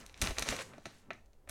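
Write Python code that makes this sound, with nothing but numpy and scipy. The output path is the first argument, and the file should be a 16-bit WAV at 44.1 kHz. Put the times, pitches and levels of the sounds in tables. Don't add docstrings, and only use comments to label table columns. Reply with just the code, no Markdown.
import sys
import numpy as np
from scipy import signal
from scipy.fft import rfft, irfft
from scipy.io import wavfile
from scipy.ndimage import uniform_filter1d

SR = 44100
rng = np.random.default_rng(int(sys.argv[2]) if len(sys.argv) > 2 else 0)


def nominal_scale(level):
    x = np.asarray(level, float) / 20
    return 10 ** x


def dump_mix(stems):
    frames = np.atleast_2d(stems).T
    limited = np.clip(frames, -1, 1)
    pcm = np.round(limited * 32767).astype(np.int16)
    wavfile.write(sys.argv[1], SR, pcm)


N = 66150


def evened(x):
    return x / np.sqrt(np.mean(x ** 2) + 1e-20)


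def read(points, hz):
    table_hz, value = np.transpose(points)
    return np.interp(np.log(hz + 1), np.log(table_hz + 1), value)


def control(table, index):
    rows = np.array(table)
    return np.interp(np.arange(N) / SR, rows[:, 0], rows[:, index])


def coloured(points):
    spectrum = rfft(rng.standard_normal(N))
    return evened(irfft(spectrum * nominal_scale(read(points, np.fft.rfftfreq(N, 1 / SR))), N))


def steadied(x, span_s):
    power = uniform_filter1d(x ** 2, size=round(span_s * SR))
    return evened(x / np.sqrt(power + .1))


def add(mix, start_s, sound):
    part = mix[round(start_s * SR):][:len(sound)]
    part += sound[:len(part)]


# (frequency [Hz], relative density [dB per Hz])
FILM_RESONANCES = [(60, -30), (200, -12), (350, -3), (470, -12), (620, 2), (760, -3), (1000, -12),
                   (1300, -1), (1550, -8), (1850, 0), (2100, -4), (2500, 0), (3100, -10), (4000, -2),
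                   (5000, -13), (6100, -3), (7500, -13), (9000, -10), (13000, -21), (16000, -32)]
PART_CENTRES_HZ = [600, 2400, 5500, 11000]
RESONANCE_SCATTER, RISE_SHARE = .03, .15


def snap(level_db, bass_db, upper_db, top_db, ring_ms):
    ring_s = ring_ms / 1000
    rings = np.arange(1024) / SR / ring_s
    slips = rng.standard_normal(1024) * np.minimum(rings / RISE_SHARE, 1) * nominal_scale(-20 * rings)
    hz = abs(np.fft.fftfreq(2048, 1 / SR))
    shape_db = read(FILM_RESONANCES, hz * (1 + RESONANCE_SCATTER * rng.standard_normal()))
    shape_db += read(list(zip(PART_CENTRES_HZ, [bass_db, 0, upper_db, top_db])), hz)
    slip_power = uniform_filter1d(abs(np.fft.fft(slips, 2048)) ** 2, size=7, mode="wrap")
    shape_db -= 10 * np.log10(slip_power)
    response = np.exp(np.conj(signal.hilbert(np.log(nominal_scale(shape_db)))))
    out = np.convolve(slips, np.fft.ifft(response).real[:1024])
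    return nominal_scale(level_db) * out / np.linalg.norm(out) * np.sqrt(ring_s * SR)


# (time [s], level [dB], bass part [dB], upper part [dB], top part [dB],
# ring: time for the slips to fall 20 dB [ms])
CREASE_SNAPS = [(.0630, -48.5, -17, 4.5, 7, 3.4), (0.0903, -67, -22, 6, -12, 2.4),
                (0.0956, -53, -9, -1, -22, 2.5), (0.127, -64, -15, 1, 9, 2),
                (0.1423, -49.5, -30, -4, -28, 3.4), (0.1763, -55, -19, 2, 0, 3),
                (0.2156, -27.5, -9.5, 8.5, 8.5, 2.5), (0.2196, -27.5, -4.5, -4.5, 2.5, 3),
                (0.224, -33, -15.5, 7.5, 1.5, 3.2), (.2390, -40.5, -1.5, 4.5, -8, 5.4),
                (.2465, -39, 1, -5, -6, 3.3), (0.2623, -39, 3, -13, -11.5, 3.5),
                (0.2727, -29, -4, -4, -18.5, 2), (.3060, -41.5, 12, 1.5, -4, 10.8),
                (0.368, -46.5, 0.5, -14, -14, 9.5), (0.384, -28, -1, 5, -4, 3),
                (0.3942, -34, -11, 9, 13.5, 3.1), (0.404, -48.5, -9, 1, -4, 0.88),
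                (.4228, -32.5, -2, 1, -2, 7.1), (.4600, -47.5, 10, -10, -17, 4),
                (.4675, -43, -1, -3, -8.5, 3.8), (0.4883, -27, -9, 1.5, -8.5, 2.6),
                (.5050, -49, -4, 9, -3.5, 1.4), (0.5231, -37.5, 4.5, -10, -11, 10.6),
                (.5640, -43, -11, 4.5, 4, 5.5), (.5895, -41, -10, -7, -18, 4),
                (.6920, -71, -10, 1, 15.5, 3), (0.7343, -53.5, 8.5, -11, -36, 12.3),
                (.7810, -48, 22.5, 1.5, -6, 5.3), (0.8547, -43, 4, -3, -11, 12.2),
                (.8680, -56.5, -10, 21, 10, 4.1), (1.1050, -37.5, 2.5, -20, -33, 9.1),
                (1.1325, -58.5, -16, 15, 0, 3.4), (1.2590, -73, -11.5, 11, 9.5, 5),
                (1.3322, -70.5, -8.5, 5.5, -3, 4.2), (1.4744, -55.5, 8.5, -20, -14, 7.7),
                (1.4900, -49, -2, -7, 6, 4), (1.4935, -43.5, 1, 0.5, 13.5, 8.5)]


def snaps():
    out = np.zeros(N)
    for start_s, *settings in CREASE_SNAPS:
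        add(out, start_s, snap(*settings))
    return out


# (time [s], crackle level before CRACKLE_TRIM_DB [dB], brightness about 3 kHz [dB per octave])
CRUMPLING = [(0, -48, 3), (.04, -57.5, 0), (.13, -68, -2.5), (.18, -55.5, 1.5), (.21, -52, 2.5),
             (.222, -37, 1.5), (.26, -35.5, 2), (.305, -42.5, 0), (.33, -58, 3.5), (.365, -51, 0.5),
             (.39, -39, -1), (.44, -53, -1), (.47, -38, -0.5), (.50, -34, 3), (.535, -37.5, -1),
             (.575, -46, 0), (.60, -37.5, -0.5), (.625, -40, 3), (.645, -66.5, -3), (.72, -63, -4.5),
             (.84, -65, 2), (.90, -58, 0), (1.0, -65, 4.5), (1.09, -76.5, -7.5), (1.15, -71, 2),
             (1.24, -81, 1), (1.46, -91, -2), (1.5, -50, 0)]
# (frequency [Hz], relative density [dB per Hz])
FOLD_COLOUR = [(120, -32), (200, -3.5), (373, -10.5), (409, 1), (659, -4), (1650, -3.5), (5330, -15),
               (6880, -13), (16000, -38)]
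FOLDS_PER_S, SIZE_SPREAD_DB, FOLD_CYCLES, CRACKLE_TRIM_DB = 9000, 3.0, 3.8, -1


def crackle():
    pitches_hz = np.geomspace(250, 15000, num=30)
    size = nominal_scale(SIZE_SPREAD_DB * np.minimum(rng.exponential(1, N), 4))
    size *= rng.random(N) < FOLDS_PER_S / SR
    kind = rng.integers(0, len(pitches_hz), N)
    bright_db_per_octave = control(CRUMPLING, index=2)
    out = np.zeros(N)
    for k, hz in enumerate(pitches_hz):
        cycles = np.arange(2048) * hz / SR
        window = np.sin(np.pi * np.minimum(cycles / FOLD_CYCLES, 1)) ** 2
        fold = window * np.sin(2 * np.pi * cycles)
        fold *= nominal_scale(read(FOLD_COLOUR, hz)) * np.sqrt(hz) / np.linalg.norm(fold)
        folds = signal.oaconvolve(size * (kind == k), fold)[:N]
        out += folds * nominal_scale(bright_db_per_octave * np.log2(hz / 3000))
    return nominal_scale(CRACKLE_TRIM_DB + control(CRUMPLING, index=1)) * evened(out)


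# (time [s], deep level [dB], low level [dB])
AIR_HEAVE = [(0.0, -78, -58), (0.062, -57.5, -64.5), (0.112, -62, -78), (0.188, -63.5, -64.5),
             (0.232, -34, -38.5), (0.274, -53, -47), (0.312, -33, -49.5), (0.346, -59, -69),
             (0.4, -45.5, -56.5), (0.43, -47.5, -47.5), (0.458, -84, -64), (0.496, -41.5, -42.5),
             (0.6, -68, -59.5), (0.802, -79, -60), (0.83, -90, -83), (0.864, -56.5, -48),
             (0.898, -76, -64.5), (1.052, -80, -70.5), (1.098, -74, -56.5), (1.252, -62, -75.5),
             (1.436, -77, -76.5), (1.5, -50, -69.5)]
# (frequency [Hz], relative density [dB per Hz])
DEEP_COLOUR = [(12, -27.5), (25, -6.5), (50, 1), (80, -4), (110, -28.5), (300, -71.5)]
# (frequency [Hz], relative density [dB per Hz])
LOW_COLOUR = [(40, -53), (80, -1.5), (115, 0), (170, -5), (235, -2.5), (330, -13), (500, -21), (1000, -90)]


def heave():
    deep = nominal_scale(control(AIR_HEAVE, index=1)) * steadied(coloured(DEEP_COLOUR), span_s=0.022)
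    low = nominal_scale(control(AIR_HEAVE, index=2)) * steadied(coloured(LOW_COLOUR), span_s=0.011)
    return deep + low


# (frequency [Hz], t60 [s])
ROOM_DECAY = [(200, 0.15), (600, 0.33), (1500, 0.25), (4000, 0.31), (10000, 0.43)]
ROOM_DB, FIRST_ECHO_S = -7.5, .004


def room(x):
    taps = rng.standard_normal(SR // 2) * (np.arange(SR // 2) > FIRST_ECHO_S * SR)
    hz, t, bands = signal.stft(taps, SR, nperseg=128)
    decay_db = -60 * t / read(ROOM_DECAY, hz)[:, None]
    tail = signal.istft(bands * nominal_scale(decay_db), SR, nperseg=128)[1]
    return nominal_scale(ROOM_DB) * signal.fftconvolve(x, tail / np.linalg.norm(tail))[:N]


# (frequency [Hz], relative density [dB per Hz])
HUSH_COLOUR = [(20, -6.5), (60, -27.5), (200, -31), (500, -28.5), (1000, -38.5), (3000, -52), (8000, -52.5),
               (16000, -56)]
HUSH_DB = -64.5


def hush():
    return nominal_scale(HUSH_DB) * coloured(HUSH_COLOUR)


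def scene():
    bag = snaps() + crackle()
    return (bag + heave() + room(bag) + hush())[None]


def low_pass(x):
    return signal.sosfilt(signal.butter(12, 16510, fs=SR, output="sos"), x)


def record(dry):
    return low_pass(dry)


dry = scene()
out = record(dry)
dump_mix(out)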